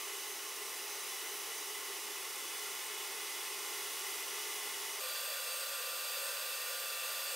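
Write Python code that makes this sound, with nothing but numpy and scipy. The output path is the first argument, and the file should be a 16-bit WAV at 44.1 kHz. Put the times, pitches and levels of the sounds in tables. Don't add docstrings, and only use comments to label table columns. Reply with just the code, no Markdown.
import sys
import numpy as np
from scipy import signal
from scipy.fft import rfft, irfft, next_fast_len
from scipy.io import wavfile
from scipy.ndimage import uniform_filter1d, map_coordinates

SR = 44100
rng = np.random.default_rng(int(sys.argv[2]) if len(sys.argv) > 2 else 0)


def wav_out(sig):
    wavfile.write(sys.argv[1], SR, np.round(np.clip(np.atleast_2d(sig).T, -1, 1) * 32767).astype(np.int16))


def magnitude_from_level(level_db):
    exponent = np.asarray(level_db, float) / 20
    return 10 ** exponent


N = 324135
TOP_HZ = 15740


def unit(x):
    return x / np.sqrt(np.mean(x ** 2))


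def along(hz, table, order=1):
    table = np.array(table, float)
    return np.interp(np.log(hz + 1), np.log(table[:, 0]), table[:, order])


def columns(table, t):
    s, *values = np.transpose(table)
    return [np.interp(t, s, v) for v in values]


def walk(rate, size):
    k = int(SR / rate)
    held = np.repeat(rng.standard_normal(size // k + 1), k)[:size]
    smooth = uniform_filter1d(held, k)
    return unit(uniform_filter1d(smooth, k))


def motor(t, setting, shaded, third_db, lean):
    # t/s, half length/s, level/dB
    gaps = [
        (.62, .2, -4),
        (1.45, .3, 4),
        (2.75, .3, -3),
        (4.1, .4, 2.5),
        (5.0, .15, -2),
    ]
    start_hz, drift, open_db, start_db, rise = setting
    elapsed = t - t[0]
    seventh_hz = start_hz + drift * elapsed
    first_db = start_db + rise * elapsed
    seventh_db = open_db - 6.5 * shaded
    seventh_db = seventh_db + sum(db * np.exp(-((t - s) / length) ** 2) for s, length, db in gaps)

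    wavering_hz = seventh_hz * (1 + .00015 * walk(12, len(t)))
    phase = 2 * np.pi * np.cumsum(wavering_hz) / (7 * SR)
    low = np.sin(phase) + magnitude_from_level(third_db) * np.sin(3 * phase)
    low = magnitude_from_level(first_db + .8 * walk(6.1, len(t))) * low
    high = magnitude_from_level(seventh_db + 2.3 * walk(10, len(t))) * np.sin(7 * phase)
    return np.sqrt(2) * np.array([low + high, lean[0] * low + lean[1] * high])


def part_rings():
    # from/s, to/s, f/Hz, width/Hz, level/dB
    rings = [
        (2.1, 5, 8165, 70, -67),
        (0, 1.9, 6272, 30, -67),
        (5, 6.4, 4712, 16, -62),
        (5, 7.4, 3323, 12, -67),
        (5, 7.4, 2375, 6, -68),
        (5, 5.2, 4570, 40, -57),
        (5, 7.4, 2642, 12, -66),
        (0, 5, 1932, 12, -69),
        (2.2, 5, 3453, 12, -69),
    ]
    fade_s = .01
    t, out = np.arange(N) / SR, 0
    for start, end, hz, width, db in rings:
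        mode = signal.iirpeak(hz, hz / width, fs=SR)
        held = np.clip(np.minimum(t - start, end - t) / fade_s + 1, 0, 1)
        out = out + magnitude_from_level(db) * held * unit(signal.lfilter(*mode, rng.standard_normal(N)))
    return out


def edge_hits():
    # t/s, half length/s, f/Hz, width/Hz, level/dB
    edges = [
        (.76, .04, 10200, 1600, -58),
        (.78, .04, 7200, 1400, -58),
        (1.12, .07, 10500, 1200, -56),
        (2.55, .35, 8170, 90, -63),
        (3.92, .04, 10200, 1600, -59),
        (5.2, .18, 4710, 60, -57),
        (6.15, .06, 13300, 1600, -57),
    ]
    t, out = np.arange(N) / SR, 0
    for s, length, hz, width, db in edges:
        ring = signal.butter(2, [hz - width / 2, hz + width / 2], "band", fs=SR, output="sos")
        swell = np.exp(-((t - s) / length) ** 2)
        out = out + magnitude_from_level(db) * swell * unit(signal.sosfilt(ring, rng.standard_normal(N)))
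    return out


def echoes(size, speed, share=.3, t60_s=.3, build_s=.014):
    t = np.arange(1, size) / SR * speed
    decay = np.exp(-np.log(1000) * t / t60_s)
    build = 1 - np.exp(-(t / build_s) ** 2)
    tail = rng.standard_normal(size - 1) * decay * build
    response = rfft(np.append(1, share * tail / np.sqrt(np.sum(tail ** 2))))
    return response / np.sqrt(1 + share ** 2)


def modes_db(hz, modes):
    return sum(db / (1 + (2 * (hz - f) / max(width, 5)) ** 2) for f, width, db in modes)


def panel_ripple(hz, depth_db=.9, spacing_hz=45):
    knots = rng.standard_normal(1200)
    dense = np.clip(hz / 5000, 0, 1) ** 2
    return depth_db * dense * map_coordinates(knots, [hz / spacing_hz], order=3, mode="wrap")


def spray(size, grit_share=0.24, hits_per_s=9000):
    hit = rng.random(size) < hits_per_s / SR
    grit = hit * rng.standard_normal(size)
    return rng.standard_normal(size) + grit_share * unit(grit)


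def blast(t, stream, layers_db, poses, speed):
    # f/Hz, level/dB
    jet = [(30, -44.7), (70, -43.9), (120, -31.4), (200, -23.4), (300, -5.7), (450, -2.9), (900, -2.8),
           (1600, -3.5), (2500, 0.0), (4500, -4.1), (7000, -3.7), (11000, -5.2), (15600, -8.4)]
    # f/Hz, width/Hz,
    # level/dB
    cabinet = [(250, 16, -3.1), (290, 28, -6.2), (370, 27, 2.0), (391, 36, 9.8), (402, 16, -4.2),
               (421, 29, 9.2), (466, 17, 5.8), (484, 17, -4.0), (527, 18, 5.2), (569, 8, -1.6),
               (587, 169, -6.5), (621, 23, 3.1), (704, 38, -3.2), (827, 63, 4.9), (896, 42, -3.9),
               (939, 44, -4.4), (1045, 17, 4.1), (1086, 73, 6.1), (1189, 28, 3.9), (1380, 49, 5.1),
               (1478, 47, 5.3), (1491, 23, -7.3), (1600, 211, -4.2), (1664, 33, -2.3), (1741, 33, 4.1),
               (1934, 32, 3.8), (2022, 62, 9.0), (2171, 45, 2.7), (2276, 27, -4.3), (2342, 74, -5.5),
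               (2584, 38, 4.1), (2711, 42, -3.3), (2994, 80, 4.8), (3151, 50, -2.7), (3272, 97, -5.3),
             (3355, 38, 3.8), (3449, 70, 5.8), (3910, 75, 2.4), (4280, 278, -3.4), (4809, 67, 4.0),
             (5123, 48, 2.7), (5452, 75, -2.5), (5802, 354, 2.7), (6158, 111, -3.7), (6249, 79, 5.4),
             (6476, 69, -3.7), (7009, 119, -1.7), (7863, 472, -3.3), (8149, 149, 4.5), (8639, 176, -2.6),
             (9382, 441, 0.9), (9884, 468, 3.6), (10569, 185, -2.3), (11160, 464, -2.3), (12002, 659, 1.0),
             (12860, 114, 1.9), (13371, 128, -2.2), (14302, 210, -2.3), (14567, 326, 2.3),
             (15227, 221, -1.9)]
    # f/Hz, unrelated share/dB, lean left/gain
    ports = [(100, -28, 0.0), (450, -32, 0.0), (800, -19, .03), (1250, -24, 0.0), (2100, -14, -.02),
             (2850, -19, 0.0), (3250, -14, -.04), (3700, -20, 0.0), (4400, -15, 0.0), (6200, -13, -.02),
             (8600, -12, -.02), (9800, -14, -.14), (12500, -11.5, -.13), (15500, -9.5, -.08)]

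    size = next_fast_len(len(t))
    heard = np.fft.rfftfreq(size, 1 / SR)
    hz = heard / speed
    colour_db = along(hz, jet) + modes_db(hz, cabinet) + panel_ripple(hz)
    box = (heard < TOP_HZ) * magnitude_from_level(colour_db) * echoes(size, speed)
    near, apart = rfft(spray(size)), rfft(spray(size))
    side = along(hz, ports, order=2) * near + magnitude_from_level(along(hz, ports)) * apart

    boom = 1 / (1 + (heard / 1600) ** 8)
    hiss = 1 - 1 / (1 + (heard / 7000) ** 8)
    bands = boom, 1 - boom - hiss, hiss

    force_db = columns(stream, t)[0]
    swing = force_db - force_db.mean()
    swings = 0.7 * uniform_filter1d(swing, int(.5 * SR)), swing, 1.16 * swing
    surge = 0.15 * walk(9, len(t))
    trim_db = -0.68

    out = 0
    for band, db, moves in zip(bands, layers_db, swings):
        layer = 0
        for share, modes in poses:
            spectrum = band * box * magnitude_from_level(modes_db(hz, modes)) * np.array([near, side])
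            layer = layer + share * irfft(spectrum, size)[:, :len(t)]
        flicker = 0.12 * walk(22.2, len(t))
        gain = magnitude_from_level(force_db.mean() + db + moves - trim_db + surge + flicker)
        out = out + layer / np.sqrt(np.mean(layer[0] ** 2)) * gain
    return out


def scene():
    # f/Hz, width/Hz, level/dB
    pose_flat = [(622, 17, -2.5), (1387, 34, -3.5), (2092, 93, -1.9), (2348, 154, 1.7), (2511, 77, -5.0),
                 (2699, 20, -3.5), (2919, 144, 1.9), (3496, 165, -4.2), (3817, 25, -3.3), (4064, 37, 3.9),
                 (4271, 39, -4.7), (4320, 39, 5.1), (4367, 60, -4.4), (4970, 51, 2.3), (5232, 44, -2.7),
                 (5518, 58, 4.5), (5745, 34, 4.0), (5935, 56, 3.2), (6096, 51, -3.1), (6618, 50, 3.3),
                 (6845, 66, -2.8), (7307, 45, -3.5), (7910, 39, 2.9), (8104, 30, 3.5), (9416, 221, 1.9),
                 (10102, 75, -3.1), (11129, 55, 3.3), (11580, 128, -2.8), (13730, 81, 3.6),
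                 (13972, 46, 3.5)]
    pose_turned = [(1031, 16, 2.7), (2647, 52, -2.5), (2933, 173, 2.6), (3065, 80, -2.8), (3386, 186, 1.4),
                   (3510, 44, -3.9), (3630, 80, -2.1), (4000, 25, -3.0), (4320, 22, 5.3), (4542, 51, 2.5),
                   (4996, 42, 4.3), (5292, 131, -2.1), (5530, 134, 3.2), (5661, 29, -4.3), (6010, 136, 2.3),
                   (6194, 141, -1.8), (6609, 43, 4.4), (7292, 27, -3.4), (7787, 64, -2.6), (8014, 88, -3.6),
                   (8157, 131, 4.2), (8376, 40, 4.5), (9523, 119, 1.8), (9811, 62, 3.1), (10110, 135, -3.0),
                   (10462, 423, -1.5), (11243, 64, -3.1), (11439, 64, 4.0), (11635, 41, -3.3),
                   (13534, 60, -2.6)]
    pose_bar = [(560, 237, 0.9), (1139, 71, 2.2), (1259, 31, -2.9), (1474, 219, 2.1), (1790, 23, 4.4),
                (1981, 31, 3.3), (2118, 48, 2.8), (2465, 32, -5.8), (2654, 76, 3.9), (2849, 72, -6.6),
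                (2972, 35, -3.6), (3550, 77, 7.7), (3759, 42, 3.2), (4560, 40, -4.8), (4718, 48, -4.3),
                (4840, 27, 4.0), (5076, 53, -4.0), (5507, 69, -5.6), (5917, 241, -2.9), (6172, 87, 3.1),
                (6801, 90, 2.5), (7781, 43, 3.4), (8162, 84, -6.5), (8875, 37, 4.5), (9203, 48, 3.0),
                (9414, 189, -3.3), (9758, 99, -3.2), (10159, 197, 5.0), (11532, 193, 3.9),
                (11705, 458, -2.3)]
    # t/s, share of the turned pose/0-1
    turn = [
        (0, 0.04),
        (1.3, 0),
        (2.0, 0.3),
        (2.4, 1),
        (3.5, 1),
        (4.98, 0.8),
    ]
    # t/s, level/dB
    stream_slow = [(0, -43), (.45, -44), (.75, -43.5), (1.0, -43.5), (1.12, -43), (2.2, -43.5), (2.45, -43),
                   (3.2, -43), (3.9, -42), (4.7, -42), (4.99, -42.5)]
    stream_fast = [
        (5.02, -41),
        (6.0, -41),
        (6.15, -40.5),
        (6.5, -41),
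        (7.35, -41),
    ]
    # boom/dB, jet/dB, grit hiss/dB
    layers_db = [
        (-9, -3.5, -5),
        (-10, -3.5, -4.5),
    ]
    # seventh multiple/Hz, drift/(Hz/s), seventh/dB, fundamental/dB, its rise/(dB/s)
    whine = [
        (6274, 3, -61, -64.2, .7),
        (8317.5, -1.5, -55.7, -54.1, 0.01),
    ]
    third_db = (-11, -8)

    change_s, speed = 5.003, 1.3245
    t = np.arange(N) / SR
    first, second = t[t < change_s], t[t >= change_s]
    turned = np.clip(columns(turn, first)[0], 0, 1)
    slow_poses = [(1 - turned, pose_flat), (turned, pose_turned)]
    slow = blast(first, stream_slow, layers_db[0], slow_poses, 1)
    slow = slow + motor(first, whine[0], turned, third_db[0], (.33, -.35))
    fast = blast(second, stream_fast, layers_db[1], [(1, pose_bar)], speed)
    fast = fast + motor(second, whine[1], 0, third_db[1], (.01, -.3))

    dip = np.clip(np.abs(t - change_s) / .0012, 0, 1)
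    mid, side = np.concatenate([slow, fast], axis=1) * dip
    mid = mid + edge_hits() + part_rings()
    return np.array([mid + side, mid - side])


def roll_off(x):
    return signal.sosfilt(signal.butter(12, 16790, fs=SR, output="sos"), x)


def record(dry):
    top = signal.ellip(12, .1, 70, TOP_HZ, fs=SR, output="sos")
    return roll_off(signal.sosfiltfilt(top, dry))


dry = scene()
out = record(dry)
wav_out(out)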